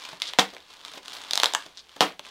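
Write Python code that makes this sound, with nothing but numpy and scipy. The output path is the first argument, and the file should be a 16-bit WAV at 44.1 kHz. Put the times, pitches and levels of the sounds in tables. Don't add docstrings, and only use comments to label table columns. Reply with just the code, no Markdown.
import sys
import numpy as np
from scipy import signal
from scipy.fft import rfft, irfft
from scipy.io import wavfile
from scipy.ndimage import uniform_filter1d, minimum_filter1d

SR = 44100
rng = np.random.default_rng(int(sys.argv[2]) if len(sys.argv) > 2 else 0)


def transcribe(u):
    v = np.clip(np.atleast_2d(u).T, -1, 1)
    q = np.round(v * 32767).astype(np.int16)
    wavfile.write(sys.argv[1], SR, q)


N = 101429
HZ = np.fft.rfftfreq(4096, 1 / SR) + 1


def amp(db):
    return 10 ** (np.asarray(db) / 20)


def curve(points, hz=HZ):
    f, value = np.transpose(points)
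    return np.interp(np.log(hz + 1), np.log(f), value)


def unit(x):
    return x / np.sqrt(np.sum(x ** 2) + 1e-20)


def add(mix, s, sound):
    part = mix[max(round(s * SR), 0):][:len(sound)]
    part += sound[:len(part)]


def minimum_phase(gain):
    log_gain = np.log(np.maximum(np.r_[gain, gain[-2:0:-1]], 1e-5 * gain.max()))
    return np.fft.ifft(np.exp(np.conj(signal.hilbert(log_gain)))).real


def click(spectrum):
    return unit(minimum_phase(amp(curve(spectrum))))


def noise_burst(spectrum, decay_s):
    t = np.arange(SR // 8) / SR
    return unit(signal.fftconvolve(rng.standard_normal(len(t)) * np.exp(-t / decay_s), click(spectrum)))


# t/s, level/dB
RUSTLE_ENVELOPE = [(0, -43), (.13, -45.5), (.19, -56), (.24, -42), (.31, -46), (.37, -54.5), (.52, -48.5),
                   (.58, -59.5), (.63, -58), (.72, -50), (.83, -52), (.86, -44), (.915, -46.5),
                   (0.982, -42), (0.994, -60), (1.05, -50), (1.11, -46), (1.15, -41.5), (1.2, -45.5),
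                   (1.28, -43.5), (1.42, -37.5), (1.52, -42), (1.6, -49), (1.721, -56), (1.871, -60),
                   (1.99, -50), (2.1, -55), (2.18, -68), (2.24, -56), (2.27, -47), (2.3, -52)]
# f/Hz, level/dB
RUSTLE_SPECTRUM = [(60, -33), (200, -10), (500, -4), (1050, 0.5), (1600, -3), (2600, -1.5), (3400, 2.5),
                   (4500, -2), (6500, -9.5), (9000, -17.5), (15000, -29)]
def rustle(grains_per_s=800, colours=12, spread_db=5, tilt_db_per_octave=0.55, hiss_share=0.62):
    grains = np.zeros(N)
    for _ in range(colours):
        size = amp(spread_db * np.minimum(rng.exponential(1, N), 3.3)) * rng.choice([-1, 1], N)
        train = size * (rng.random(N) < grains_per_s / colours / SR)
        spectrum = [(hz, db + tilt_db_per_octave * np.log2(hz / CREASE_HZ) + 4 * rng.standard_normal())
                    for hz, db in RUSTLE_SPECTRUM]
        grains += signal.oaconvolve(train, click(spectrum))[:N]
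    hiss = signal.oaconvolve(rng.standard_normal(N), click(RUSTLE_SPECTRUM))[:N]
    envelope = amp(np.interp(np.arange(N) / SR, *np.transpose(RUSTLE_ENVELOPE)))
    return unit(unit(grains) + hiss_share * unit(hiss)) * np.sqrt(N) * envelope


# f/Hz, level/dB
ROOM_AIR_SPECTRUM = [(20, -2.5), (60, 6), (110, -3.5), (300, -0.5), (4000, -8), (15000, -21.5)]
def room_air(level_db=-64):
    return amp(level_db) * signal.oaconvolve(rng.standard_normal(N), click(ROOM_AIR_SPECTRUM))[:N]


RING_Q, POCKET_HZ, POCKET_Q, EDGE_HZ, EDGE_Q = 2.13, 931, 1.45, 6520, 3
TEAR_S, TEAR_SHARE = 0.0016, 0.56
DESK_S, DESK_SHARE = 0.00057, 0.49
def snap(ring_db, ring_hz, pocket_db, edge_db, skirt=1.63, pocket_delay_s=0.000694):
    resonances = (ring_db, ring_hz, RING_Q), (pocket_db, POCKET_HZ, POCKET_Q), (edge_db, EDGE_HZ, EDGE_Q)
    power = 0
    for db, hz, q in resonances:
        shape = (1 + (q * (HZ / hz - hz / HZ)) ** 2) ** -skirt
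        power = power + amp(db) ** 2 * shape / shape.mean()
    power = power / (1 + (267.3 / HZ) ** 4) / (1 + (HZ / 15000) ** 8)
    lag = np.exp(-4j * np.pi * pocket_delay_s * POCKET_HZ * np.arctan(HZ / POCKET_HZ))
    response = irfft(rfft(minimum_phase(np.sqrt(power))) * lag)[:SR // 40]
    t = np.arange(SR // 200) / SR
    excitation = TEAR_SHARE * unit(rng.standard_normal(len(t)) * np.exp(-t / TEAR_S))
    excitation[0] += 1
    add(excitation, DESK_S * rng.uniform(0.85, 1.15), np.array([DESK_SHARE]))
    return np.convolve(response, unit(excitation))


# f/Hz, level/dB
FIZZ_SPECTRUM = [(3000, -54), (6000, 12), (9500, -2), (15000, -16.5)]
def fizz(db, decay_s):
    return amp(db) * noise_burst(FIZZ_SPECTRUM, decay_s)


# t/s, level/dB
CREASE_FLIPS = [(0.038, -17), (0.0512, -15), (0.201, -17), (0.5367, -24), (0.5484, -22), (0.582, -25.5),
                (0.604, -28), (0.738, -24), (.8136, -25), (0.85, -12), (0.8822, -22), (0.9376, -17),
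                (1.0312, -23.5), (1.058, -18.5), (1.0814, -10.5), (1.098, -20), (1.1333, -16),
                (1.1678, -17), (1.2165, -16.5), (1.239, -20), (1.418, -7), (1.469, -10), (1.514, -23),
                (1.6238, -20), (1.6636, -17.5), (1.8936, -25.5), (1.9655, -20), (2.1224, -23),
                (2.2505, -22)]
CREASE_HZ, EDGE_RE_RING_DB = 3495, -17
def creases():
    out = np.zeros(N)
    for (s, db), detune in zip(CREASE_FLIPS, rng.standard_normal(len(CREASE_FLIPS))):
        ring_hz = CREASE_HZ * np.exp(0.1 * detune)
        add(out, s, snap(db, ring_hz, pocket_db=db - 9, edge_db=db + EDGE_RE_RING_DB))
        add(out, s, fizz(db - 16.5, TEAR_S))
    return out


# t/s, level/dB, decay time/s
BAG_BUMPS = [(0.131, -13.5, 0.0044), (.53, -18, 0.032), (0.94, -22, 0.018), (0.974, -17.5, 0.0052),
             (1.6604, -22, 0.0046), (1.9635, -17.5, 0.0036), (2.1943, -20.5, 0.0048)]
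# f/Hz, level/dB
BUMP_SPECTRUM = [(60, -31), (130, -12.5), (250, -4.5), (500, 1.5), (900, -1.5), (2000, -16.5), (8000, -33)]
def bumps():
    out = np.zeros(N)
    for s, db, decay_s in BAG_BUMPS:
        add(out, s, amp(db) * noise_burst(BUMP_SPECTRUM, decay_s))
    return out


# t/s, ring level/dB, ring f/Hz, air-pocket level/dB, edge level/dB
FILM_BREAKS = [(0.2189, -6.5, 2110, -32, -27), (0.2197, 2, 3500, -15.5, -39),
               (0.3355, -7, 2980, -13.5, -27), (.3946, 8, 3250, -28, -3), (0.5664, -16, 2370, -17.5, -47),
               (1.3097, 1.5, 3830, -13, -28), (1.3343, 4, 4060, -4.5, -19), (1.3556, 1.5, 4100, -9, -6),
               (1.3762, 5.5, 3750, -0.5, -5), (1.4, 3.5, 3470, 0.5, -16), (1.434, 9.5, 3700, 8.5, -3),
               (1.443, 6, 3250, 0, -9), (1.458, 5.5, 3750, -2.5, -22), (1.5367, -5, 3740, -0.5, -7),
               (1.5495, 3, 3050, 4, -1.5), (1.5508, -8.5, 1730, -33, -15), (2.0071, 12.5, 3180, 0.5, -13),
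               (2.1943, -11, 3100, -16, -25)]
def rips():
    out = np.zeros(N)
    for s, ring_db, ring_hz, pocket_db, edge_db in FILM_BREAKS:
        add(out, s, snap(ring_db, ring_hz, pocket_db, edge_db))
        add(out, s + DESK_S, fizz(ring_db - 39, decay_s=0.0033))
    return out


# t/s, duration/s, first slip rate/Hz, last slip rate/Hz, level/dB, fade/dB, ring f/Hz
BLADE_STROKES = [(0.222, 0.043, 290, 400, -15.5, -2.5, 3680), (.27, 0.031, 430, 450, -12, -5, 3700),
                 (1.773, .036, 280, 310, -16.5, -12, 4054)]
def zips(jitter=0.13, scatter_db=2.5, lowpass_hz=7400):
    out = np.zeros(N)
    for start, length, first_rate, last_rate, level_db, fade_db, hz in BLADE_STROKES:
        s = 0
        for gap, softness, detune in rng.standard_normal((24, 3)):
            if s < length:
                db = level_db + fade_db * s / length - scatter_db * softness
                ring_hz = hz * np.exp(0.06 * detune)
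                add(out, start + s, snap(db, ring_hz, pocket_db=db - 30, edge_db=db + EDGE_RE_RING_DB))
                rate = first_rate + (last_rate - first_rate) * s / length
                s += np.exp(jitter * gap) / rate
    return signal.sosfilt(signal.butter(2, lowpass_hz, fs=SR, output="sos"), out)


# t/s, crack level/dB, air level/dB, air delay/s, echo delay/s, echo ratio,
# flap level/dB, flap decay time/s, bag ring level/dB, room send/dB
BURSTS = [(0.3873, 11, 13, 0.001308, 0.004016, 0.45, 12.5, 0.017, 1.5, -9),
          (2.007, -1, 9, 0.00153, .012, 0.63, 8, 0.021, 2.5, -2.5)]
# f/Hz, level/dB
CRACK_SPECTRUM = [(100, -29), (700, -8), (1500, -1), (2400, 3.5), (4800, 1.5), (7000, -3), (9000, -18.5),
                  (15000, -33)]
# f/Hz, level/dB
PULSE_SPECTRUM = [(70, -44.5), (110, -15.5), (190, -1.5), (290, 0), (360, -1), (760, 5.5), (1100, 5.5),
                  (1800, -15), (15000, -39)]
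# f/Hz, level/dB
FLAP_SPECTRUM = [(80, -30), (190, -24), (360, -14), (750, -3), (1100, -1), (2400, -5.5), (3250, -1.5),
                 (5000, -7), (7000, -14.5), (9000, -18.5), (15000, -30)]
# f/Hz, level/dB
BAG_RESONANCES = [(194, -9.5), (289, -8), (466, -3.5), (687, -11.5), (754, 0), (1087, -6), (1222, -11),
                  (3230, -5)]
BAG_BUILD_S, BAG_T60_S = 0.0081, 0.15
def pop(s, crack_db, air_db, delay_s, echo_s, echo_ratio, flap_db, flap_s, bag_db, room_db):
    out = np.zeros(N)
    crack = amp(crack_db) * click(CRACK_SPECTRUM)
    add(out, s, crack)
    add(out, s + DESK_S, DESK_SHARE * crack)
    pulse = -amp(air_db) * click(PULSE_SPECTRUM)
    add(out, s + delay_s, pulse)
    add(out, s + delay_s + echo_s, echo_ratio * pulse)
    add(out, s, amp(flap_db) * noise_burst(FLAP_SPECTRUM, flap_s))
    out = in_room(out, room_db)
    t = np.arange(SR // 2) / SR
    envelope = (1 - np.exp(-(t / BAG_BUILD_S) ** 2)) * amp(-60 * t / BAG_T60_S)
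    for hz, db in BAG_RESONANCES:
        mode = envelope * np.sin(2 * np.pi * (hz * t + rng.random()))
        add(out, s + delay_s, amp(bag_db + db) * unit(mode))
    return out


# t/s, level/dB, decay time/s
FILM_DRAGS = [(.948, -31, 0.018), (1.133, -22.5, 0.026)]
# f/Hz, level/dB
SIZZLE_SPECTRUM = [(2000, -26), (9000, -1), (15000, -5)]
def sizzles():
    out = np.zeros(N)
    for s, db, decay_s in FILM_DRAGS:
        add(out, s, amp(db) * noise_burst(SIZZLE_SPECTRUM, decay_s))
    return out


# f/Hz, T60/s
REVERB_TIMES = [(150, 0.27), (1000, 0.2), (3500, 0.24), (7000, 0.19), (14000, 0.22)]
# f/Hz, level/dB
REVERB_SPECTRUM = [(110, -15.5), (190, 6.5), (240, -10), (290, 9.5), (350, 0), (480, 1.5), (1000, 0),
                   (2300, 1.5), (3400, -4), (6000, -5), (14000, 0)]
def room_tail(build_s):
    t = np.arange(SR // 2) / SR
    hz, frame_s, bands = signal.stft(rng.choice([-1., 1.], len(t)), SR, nperseg=256)
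    decay = amp(-60 * frame_s / curve(REVERB_TIMES, hz)[:, None])
    tail = signal.istft(bands * decay, SR, nperseg=256)[1][:len(t)]
    build = 1 - np.exp(-(t / build_s) ** 2)
    return unit(signal.fftconvolve(tail * build, click(REVERB_SPECTRUM)))


# delay/s, amplitude ratio
WALL_ECHOES = [(.0068, 0.3), (0.013, 0.084)]
def in_room(x, room_db, build_s=0.0034, crossfade_hz=19):
    phase = 2 * np.pi * crossfade_hz * np.arange(N) / SR
    wet = sum(0.75 * signal.fftconvolve(x * weight, room_tail(build_s))[:N]
              for weight in (np.sin(phase), np.cos(phase)))
    dulled = np.convolve(x, np.hanning(5) / 2)
    for s, share in WALL_ECHOES:
        add(wet, s, share * dulled)
    return x + amp(room_db) * wet


def scene():
    handling = in_room(rustle() + sizzles() + bumps(), room_db=-3)
    cutting = in_room(rips() + zips() + creases(), room_db=-6.5, build_s=0.0048)
    pops = sum(pop(*burst) for burst in BURSTS)
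    return (handling + cutting + pops + room_air())[None]


def record(dry, ceiling=0.91, limiter_s=0.0021, lowpass_hz=15900):
    width = round(limiter_s * SR)
    gain = minimum_filter1d(ceiling / np.maximum(abs(dry), ceiling), width)
    limited = dry * uniform_filter1d(gain, width)
    lowpass = signal.firwin(255, lowpass_hz, window=("kaiser", 9), fs=SR)
    return signal.oaconvolve(limited, lowpass[None], "same")


dry = scene()
out = record(dry)
transcribe(out)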